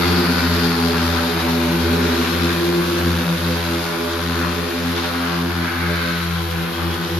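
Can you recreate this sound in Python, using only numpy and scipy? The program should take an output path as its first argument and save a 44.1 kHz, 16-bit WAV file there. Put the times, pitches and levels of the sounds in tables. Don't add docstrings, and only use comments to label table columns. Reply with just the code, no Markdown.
import sys
import numpy as np
from scipy import signal
from scipy.fft import rfft, irfft, next_fast_len
from scipy.io import wavfile
from scipy.ndimage import uniform_filter1d, map_coordinates

SR = 44100
rng = np.random.default_rng(int(sys.argv[2]) if len(sys.argv) > 2 else 0)


def put_to_file(sound):
    columns = np.atleast_2d(sound).T
    safe = np.clip(columns, -1, 1)
    whole_steps = np.round(safe * 32767)
    wavfile.write(sys.argv[1], SR, whole_steps.astype(np.int16))


N = 317079


def amp(db):
    return np.exp(np.asarray(db) * (np.log(10) / 20))


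def unit(x):
    return x / np.sqrt(np.mean(x ** 2) + 1e-20)


def along(points, hz):
    point_hz, values = np.transpose(points)
    return np.interp(np.log(hz + 1), np.log(point_hz + 1), values)


def curves(rows):
    times, *columns = np.transpose(rows)
    return [np.interp(np.arange(N) / SR, times, column) for column in columns]


def wobble(rate):
    knots = rng.standard_normal(int(N * rate / SR) + 4)
    positions = np.arange(0, N, 16) * rate / SR
    return np.repeat(map_coordinates(knots, [positions], mode="nearest"), 16)[:N]


def filtered(x, response):
    size = next_fast_len(N + SR // 4, real=True)
    gain = response(np.fft.rfftfreq(size, 1 / SR)).astype(np.float32)
    return irfft(rfft(x.astype(np.float32), size) * gain, size)[..., :N]


def tone(hz):
    cycles = np.cumsum(hz) / SR + rng.random()
    return unit(np.sin(2 * np.pi * cycles))


def steady(x, seconds):
    power = np.abs(uniform_filter1d(np.abs(x) ** 2, int(seconds * SR)))
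    return x / np.sqrt(power + .015 * power.mean())


def spread(pair, spectrum):
    # frequency in Hz, left-right correlation (clipped to -1..1).
    correlation = [(100, 0.43), (350, 0.45), (600, -0.22), (800, 0.49), (1100, 0.44), (1500, 0.48),
                   (3200, 0.34), (4300, 0.26), (6000, -0.068), (7000, 0.039), (8000, -1.3), (9300, -0.098),
                   (10800, 1)]

    def response(hz):
        angle = np.arccos(np.clip(along(correlation, hz), -1, 1)) / 2
        return amp(along(spectrum, hz)) * np.array([np.cos(angle), np.sin(angle)])

    mid, side = filtered(pair, response)
    return unit(np.array([mid + side, mid - side]))


def thrum(passes, flutter=0.055, sway=0.061, gust_db=0.3931):
    # time in seconds, then the slow level in dB of harmonics 1-5 (low) or 6-7 (high).
    low_levels = [(0.0, -36.5, -30.5, -30, -30, -36.0), (0.1, -22.5, -21.5, -18.5, -21.5, -28.5),
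                  (0.35, -24.5, -25, -24.5, -28.5, -36.0), (0.55, -23.5, -24.5, -23, -28.5, -29),
                  (0.75, -28.0, -28, -23.5, -32, -31), (0.9, -26, -26.0, -25.0, -35.5, -27.5),
                  (1.1, -27.0, -30.5, -18, -30.0, -32.5), (1.25, -30.0, -24.5, -24, -32.5, -29),
                  (1.6, -29, -28.5, -21.5, -26.5, -34.5), (1.85, -21.5, -26.0, -22.5, -25.5, -27.5),
                  (2.1, -24.5, -26.0, -22.0, -27.5, -29), (2.4, -28.5, -28.0, -27.0, -32.0, -36),
                  (2.75, -30.5, -27, -33, -25.0, -36.5), (3.1, -27, -26.5, -28, -26.5, -38.5),
                  (3.4, -22.5, -21.0, -29, -29, -36.0), (3.7, -31.5, -24, -30.0, -31, -35),
                  (4.0, -35.5, -31, -31, -31.0, -35.5), (4.4, -30.5, -30.5, -27.5, -30.5, -32.5),
                  (4.7, -29.5, -29.0, -29, -33.5, -35), (4.95, -27, -28.5, -27, -34.5, -33),
                  (5.4, -32.0, -28, -31, -30.0, -38.0), (5.75, -24.5, -25.5, -28.5, -35.0, -36.5),
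                  (6.1, -28.0, -26.5, -36, -34.0, -40), (6.4, -28.5, -25, -42.0, -37, -40),
                  (6.8, -25, -27.0, -39, -29.5, -39), (7.19, -22.5, -26.5, -33.5, -30.5, -39)]
    high_levels = [(0, -40, -38), (.7, -43.5, -36.5), (1.4, -40.5, -33.5), (1.9, -39, -33),
                   (2.15, -36, -37), (2.7, -37, -39), (3.3, -34.5, -41), (3.9, -37.5, -37.5),
                   (4.15, -43, -35.5), (4.55, -40, -39), (4.8, -37.5, -42), (5.35, -39, -38),
                   (5.65, -46, -48), (6, -37, -37), (6.3, -46, -47), (6.6, -40, -45), (7.19, -36.5, -44)]
    # relative levels in dB of the four rotors in one harmonic, from 1 to 7.
    rotor_levels = [(-10, -7, -5, 0), (0, -6, -2, -5), (-2, 0, -18, -6), (-3, -8, 0, -5), (-6, 0, -4, -12),
                    (0, -3, -6, -4), (-3, 0, -5, -2)]
    # harmonic number, centre in seconds, half length in seconds, added share.
    surges = [(4, 2.73, .13, .7)]
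    out, t = np.zeros((2, N)), np.arange(N) / SR
    levels_db = curves(low_levels) + curves(high_levels)
    fundamentals = np.exp((2j * np.pi * np.array(passes)).astype(np.complex64))
    harmonics = np.ones_like(fundamentals)
    for k, (level_db, rotor_db) in enumerate(zip(levels_db, rotor_levels), 1):
        harmonics *= fundamentals
        shares = (amp(rotor_db) / np.linalg.norm(amp(rotor_db))).astype(np.complex64)
        beating = shares @ harmonics
        for number, at, length, share in surges:
            if k == number:
                beating = beating + share * np.exp(-((t - at) / length) ** 2) * harmonics[0]
        if k >= 6:
            beating = steady(beating, seconds=.2)
        arrival = np.exp(2j * np.pi * rng.random()) * (1 + 1j * flutter * wobble(25))
        wave = np.sqrt(2) * beating * arrival
        side = sway * k * wobble(2.02) * wave.imag
        gain = amp(level_db + gust_db * k * wobble(9))
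        out += gain * np.array([wave.real + side, wave.real - side])
    return out


def unbalance(passes, level_db=-2, third_rotor_share=0.2):
    # multiple of the blade-pass rate, relative level in dB.
    half_orders = [(.5, -60), (1.5, -50), (2.5, -49), (3.5, -56)]
    out = np.zeros(N)
    for k, db in half_orders:
        first, third = (np.sin((2 * np.pi * k * passes[i]).astype(np.float32)) for i in (0, 2))
        out += amp(db + level_db + wobble(3.36)) * unit(first + third_rotor_share * third)
    return out


def downwash(level_db=-37, hold_s=2, fade_db_per_s=6.5):
    # frequency in Hz, relative spectral density in dB.
    spectrum = [(90, -25), (200, 10.5), (330, 4), (470, 3), (680, 0), (830, 8.5), (1100, -3), (1600, -31.5)]
    fade_db = fade_db_per_s * np.maximum(np.arange(N) / SR - hold_s, 0)
    return amp(level_db - fade_db + 1.8 * wobble(12)) * spread(rng.standard_normal((2, N)), spectrum)


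def blade_slaps(passes, level_db, jitter_s=.000015, scatter_db=0.85, drift_s=.0001):
    # frequency in Hz, relative filter gain in dB.
    spectrum = [(560, -54), (630, -12), (680, -3.5), (780, -1.5), (850, -4), (960, -0.5), (1450, -0.5),
                (2000, -7.5), (3000, -10.5), (4500, -11), (6500, -25), (9000, -70)]
    pulses = np.zeros((2, N))
    for count, rotor_db in zip(passes, (0.69, -0.084, -1.3, -1.5)):
        at = np.interp(np.arange(1, int(count[-1])), count, np.arange(N))
        timing_s = jitter_s * rng.standard_normal(len(at))
        strength = amp(rotor_db + scatter_db * rng.standard_normal(len(at)))
        for channel in pulses:
            for path_db in (0.5, -2, -4, -6):
                delay_s = timing_s + rng.uniform(0, .012) + drift_s * wobble(2.5)[at.astype(int)]
                arrivals = np.clip(at + delay_s * SR, 0, N).astype(int)
                channel += amp(path_db) * np.bincount(arrivals, strength, N + 1)[:N]
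    return amp(level_db) * steady(spread(pulses, spectrum), seconds=0.11)


def turbulence(passes, spectrum, pulsed_share, sharpness=15.0):
    sweeps = np.zeros(N)
    for count, rotor_db in zip(passes, (-2, 0, -5, -4)):
        peaks = np.exp(sharpness * np.cos(2 * np.pi * count.astype(np.float32)))
        sweeps += amp(rotor_db + 2 * wobble(2.5)) * peaks
    power = 1 - pulsed_share + pulsed_share * sweeps / sweeps.mean()
    return spread(np.sqrt(power) * rng.standard_normal((2, N)), spectrum)


def swish(passes, level_db, eddies):
    # frequency in Hz, relative spectral density in dB.
    spectrum = [(20, -16), (60, -8), (130, -7.5), (260, -4), (480, -3.5), (680, -7), (1000, -3),
                (1500, 1.5), (1950, -5), (2600, -4), (3500, -31), (6000, -50)]
    gain = amp(level_db + 1.45 * wobble(18) + 0.9 * eddies)
    return gain * turbulence(passes, spectrum, pulsed_share=0.3)


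def tip_hiss(passes, level_db):
    # frequency in Hz, relative spectral density in dB.
    spectrum = [(1500, -26), (2800, -5.5), (3700, -1), (4800, -5), (6300, -12), (8000, -15.5), (10000, -23),
                (13000, -58)]
    gain = amp(level_db + 0.9 * wobble(25) + 0.87 * wobble(160))
    return gain * turbulence(passes, spectrum, pulsed_share=0.264)


def fizz(passes, hiss_db, level_db=-40.5, follows=0.64):
    # frequency in Hz, relative spectral density in dB.
    spectrum = [(5000, -37), (8500, 1), (10500, 3), (12000, 2.5), (12900, 8.5), (13300, -7), (13900, -24),
                (15000, -40)]
    gain = amp(level_db + follows * (hiss_db - hiss_db.mean()) + 0.91 * wobble(35))
    return gain * turbulence(passes, spectrum, pulsed_share=0.159)


def recoloured(rush, patch_db=1.5):
    # centre in seconds, half length in seconds, centre in Hz, half width in Hz, gain in dB.
    flares = [(.25, 0.94, 4660, 600, 5), (1.12, .12, 1410, 400, 2), (1.403, 0.32, 815, 160, 3.5),
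              (2.42, .18, 780, 200, -4.5), (4.43, 0.065, 1400, 710, 4), (4.982, 0.016, 3300, 3000, 4.5),
              (5.05, 0.02, 3300, 3000, 4.7), (5.46, .035, 1500, 600, -2.5), (5.94, 0.37, 1520, 238, 6),
              (5.948, 0.34, 2170, 228, 6.5), (6.042, 0.2, 4140, 700, 3.5), (7, 0.94, 3160, 300, 3),
              (6.9, .4, 750, 200, 0.5)]
    hz, t, spectra = signal.stft(rush, SR, nperseg=1024)
    flare_db = sum(db * np.exp(-((t - at) / length) ** 2 - ((hz[:, None] - centre) / width) ** 2)
                   for at, length, centre, width, db in flares)
    patches = uniform_filter1d(rng.standard_normal(spectra.shape), size=4, axis=1)
    patches = uniform_filter1d(patches, size=24, axis=2)
    gain = amp(flare_db + patch_db * unit(patches))
    return signal.istft(spectra * gain, SR, nperseg=1024)[1][:, :N]


def controller_whine(jitter_hz=14, follows=.4):
    # time in seconds, frequency in Hz, relative level in dB.
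    strongest = [(0, 12265, -43), (.3, 12290, -42), (.5, 12230, -42), (.65, 12230, -43), (.78, 12225, -52),
                 (1.05, 12220, -43), (1.7, 12260, -45), (1.95, 12290, -43), (2.3, 12275, -45),
                 (2.5, 12245, -46), (3.1, 12270, -45), (3.4, 12205, -48), (3.55, 12220, -46),
                 (4.1, 12170, -48), (4.25, 12160, -62), (5.7, 12160, -59), (6.1, 12205, -50),
                 (6.55, 12250, -45.5), (7.19, 12290, -49)]
    # frequency in Hz, relative level in dB.
    weaker = [(12420, -57), (12560, -52), (12720, -59), (12910, -57)]
    main_hz, main_db = curves(strongest)
    out = amp(main_db - 2 + 1.5 * wobble(23)) * tone(main_hz + jitter_hz * wobble(200))
    shift_hz = follows * (main_hz - main_hz.mean())
    for hz, db in weaker:
        gain = amp(db - 2.5 + 2.5 * wobble(1.5) + 2 * wobble(30))
        out += gain * tone(hz + shift_hz + 18 * wobble(3) + 13 * wobble(120))
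    return out


def scene():
    # time in seconds, then the blade-pass rate in Hz of each of the four rotors.
    blade_rates = [(0.0, 90.23, 85.52, 86.17, 86.34), (0.2, 88.94, 83.16, 87.78, 85.81),
                   (0.4, 87.66, 82.78, 87.85, 85.45), (0.6, 86.15, 83.65, 86.38, 85.35),
                   (0.8, 83.38, 83.8, 86.82, 85.09), (1.0, 82.4, 83.3, 86.89, 84.54),
                   (1.2, 82.65, 83.64, 86.27, 82.77), (1.4, 82.35, 83.65, 85.84, 83.13),
                   (1.6, 83.09, 83.09, 85.5, 84.43), (1.8, 84.79, 82.32, 86.43, 83.88),
                   (2.0, 85.1, 81.57, 87.0, 84.51), (2.2, 85.35, 81.21, 86.89, 85.03),
                   (2.4, 85.84, 81.9, 86.33, 84.52), (2.6, 86.2, 82.29, 86.02, 84.72),
                   (2.8, 86.62, 81.32, 86.99, 84.88), (3.0, 86.79, 81.2, 86.18, 85.03),
                   (3.2, 86.5, 82.17, 86.1, 83.93), (3.4, 86.24, 82.94, 85.9, 83.59),
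                   (3.6, 85.07, 83.53, 84.85, 84.8), (3.8, 84.53, 83.54, 83.75, 85.84),
                   (4.0, 84.84, 83.56, 83.42, 85.73), (4.2, 86.17, 83.65, 83.98, 84.78),
                   (4.4, 86.94, 83.44, 85.0, 84.1), (4.6, 87.41, 83.39, 86.16, 83.76),
                   (4.8, 87.13, 84.06, 86.29, 85.08), (5.0, 86.93, 84.75, 85.54, 85.95),
                   (5.2, 86.66, 85.17, 85.51, 85.69), (5.4, 86.19, 84.81, 84.63, 86.53),
                   (5.6, 86.38, 84.35, 84.1, 87.5), (5.8, 86.75, 84.31, 84.61, 86.61),
                   (6.0, 86.16, 84.18, 86.1, 84.83), (6.2, 84.95, 84.54, 85.86, 83.78),
                   (6.4, 84.0, 83.94, 85.33, 83.85), (6.6, 83.81, 82.78, 85.18, 83.69),
                   (6.8, 83.32, 82.92, 85.79, 82.9), (7.0, 82.85, 82.64, 86.69, 83.25),
                   (7.2, 82.92, 82.17, 87.3, 83.9)]
    # time in seconds, then relative levels in dB of slap, swish and tip hiss.
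    air_levels = [(0, -23, -26, -29), (1.8, -27, -28.5, -31.5), (2.3, -24.5, -26.5, -30.5),
                  (3.3, -29, -28, -32), (3.9, -27, -30, -33), (4.7, -28.5, -31.5, -33.5),
                  (5.05, -28, -29, -32.5), (5.33, -25, -31, -34.5), (5.45, -27.5, -37, -36.5),
                  (5.65, -27.5, -31, -35.5), (5.95, -27, -29.5, -35.5), (6.1, -27.5, -31.5, -35),
                  (6.55, -31.5, -33, -36), (6.8, -29.5, -29.5, -36.5), (7.19, -31, -33.5, -35)]
    passes = [np.cumsum(hz) / SR for hz in curves(blade_rates)]
    slap_db, swish_db, hiss_db = curves(air_levels)
    eddies = wobble(120)
    rush = blade_slaps(passes, slap_db - 0.35)
    rush += swish(passes, swish_db - 1.1, eddies)
    rush += tip_hiss(passes, hiss_db + 0.72)
    highs = fizz(passes, hiss_db)
    lows = thrum(passes) + unbalance(passes) + downwash()
    return lows + recoloured(rush) + highs + controller_whine()


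def record(dry, top_hz=15000):
    # frequency in Hz, left minus right level in dB.
    balance = [(85, 2), (170, 1.5), (340, 0), (480, -6), (620, -7), (800, -1), (1100, 9.5), (1500, 3),
               (2000, -2), (2900, 0.7), (4000, 4.5), (5100, 8), (7000, -1), (11000, -0.5)]

    def response(hz):
        ports = amp(np.array([[.5], [-.5]]) * along(balance, hz))
        return ports / np.sqrt(np.mean(ports ** 2, axis=0)) * (hz < top_hz)

    return filtered(dry, response)


dry = scene()
out = record(dry)
put_to_file(out)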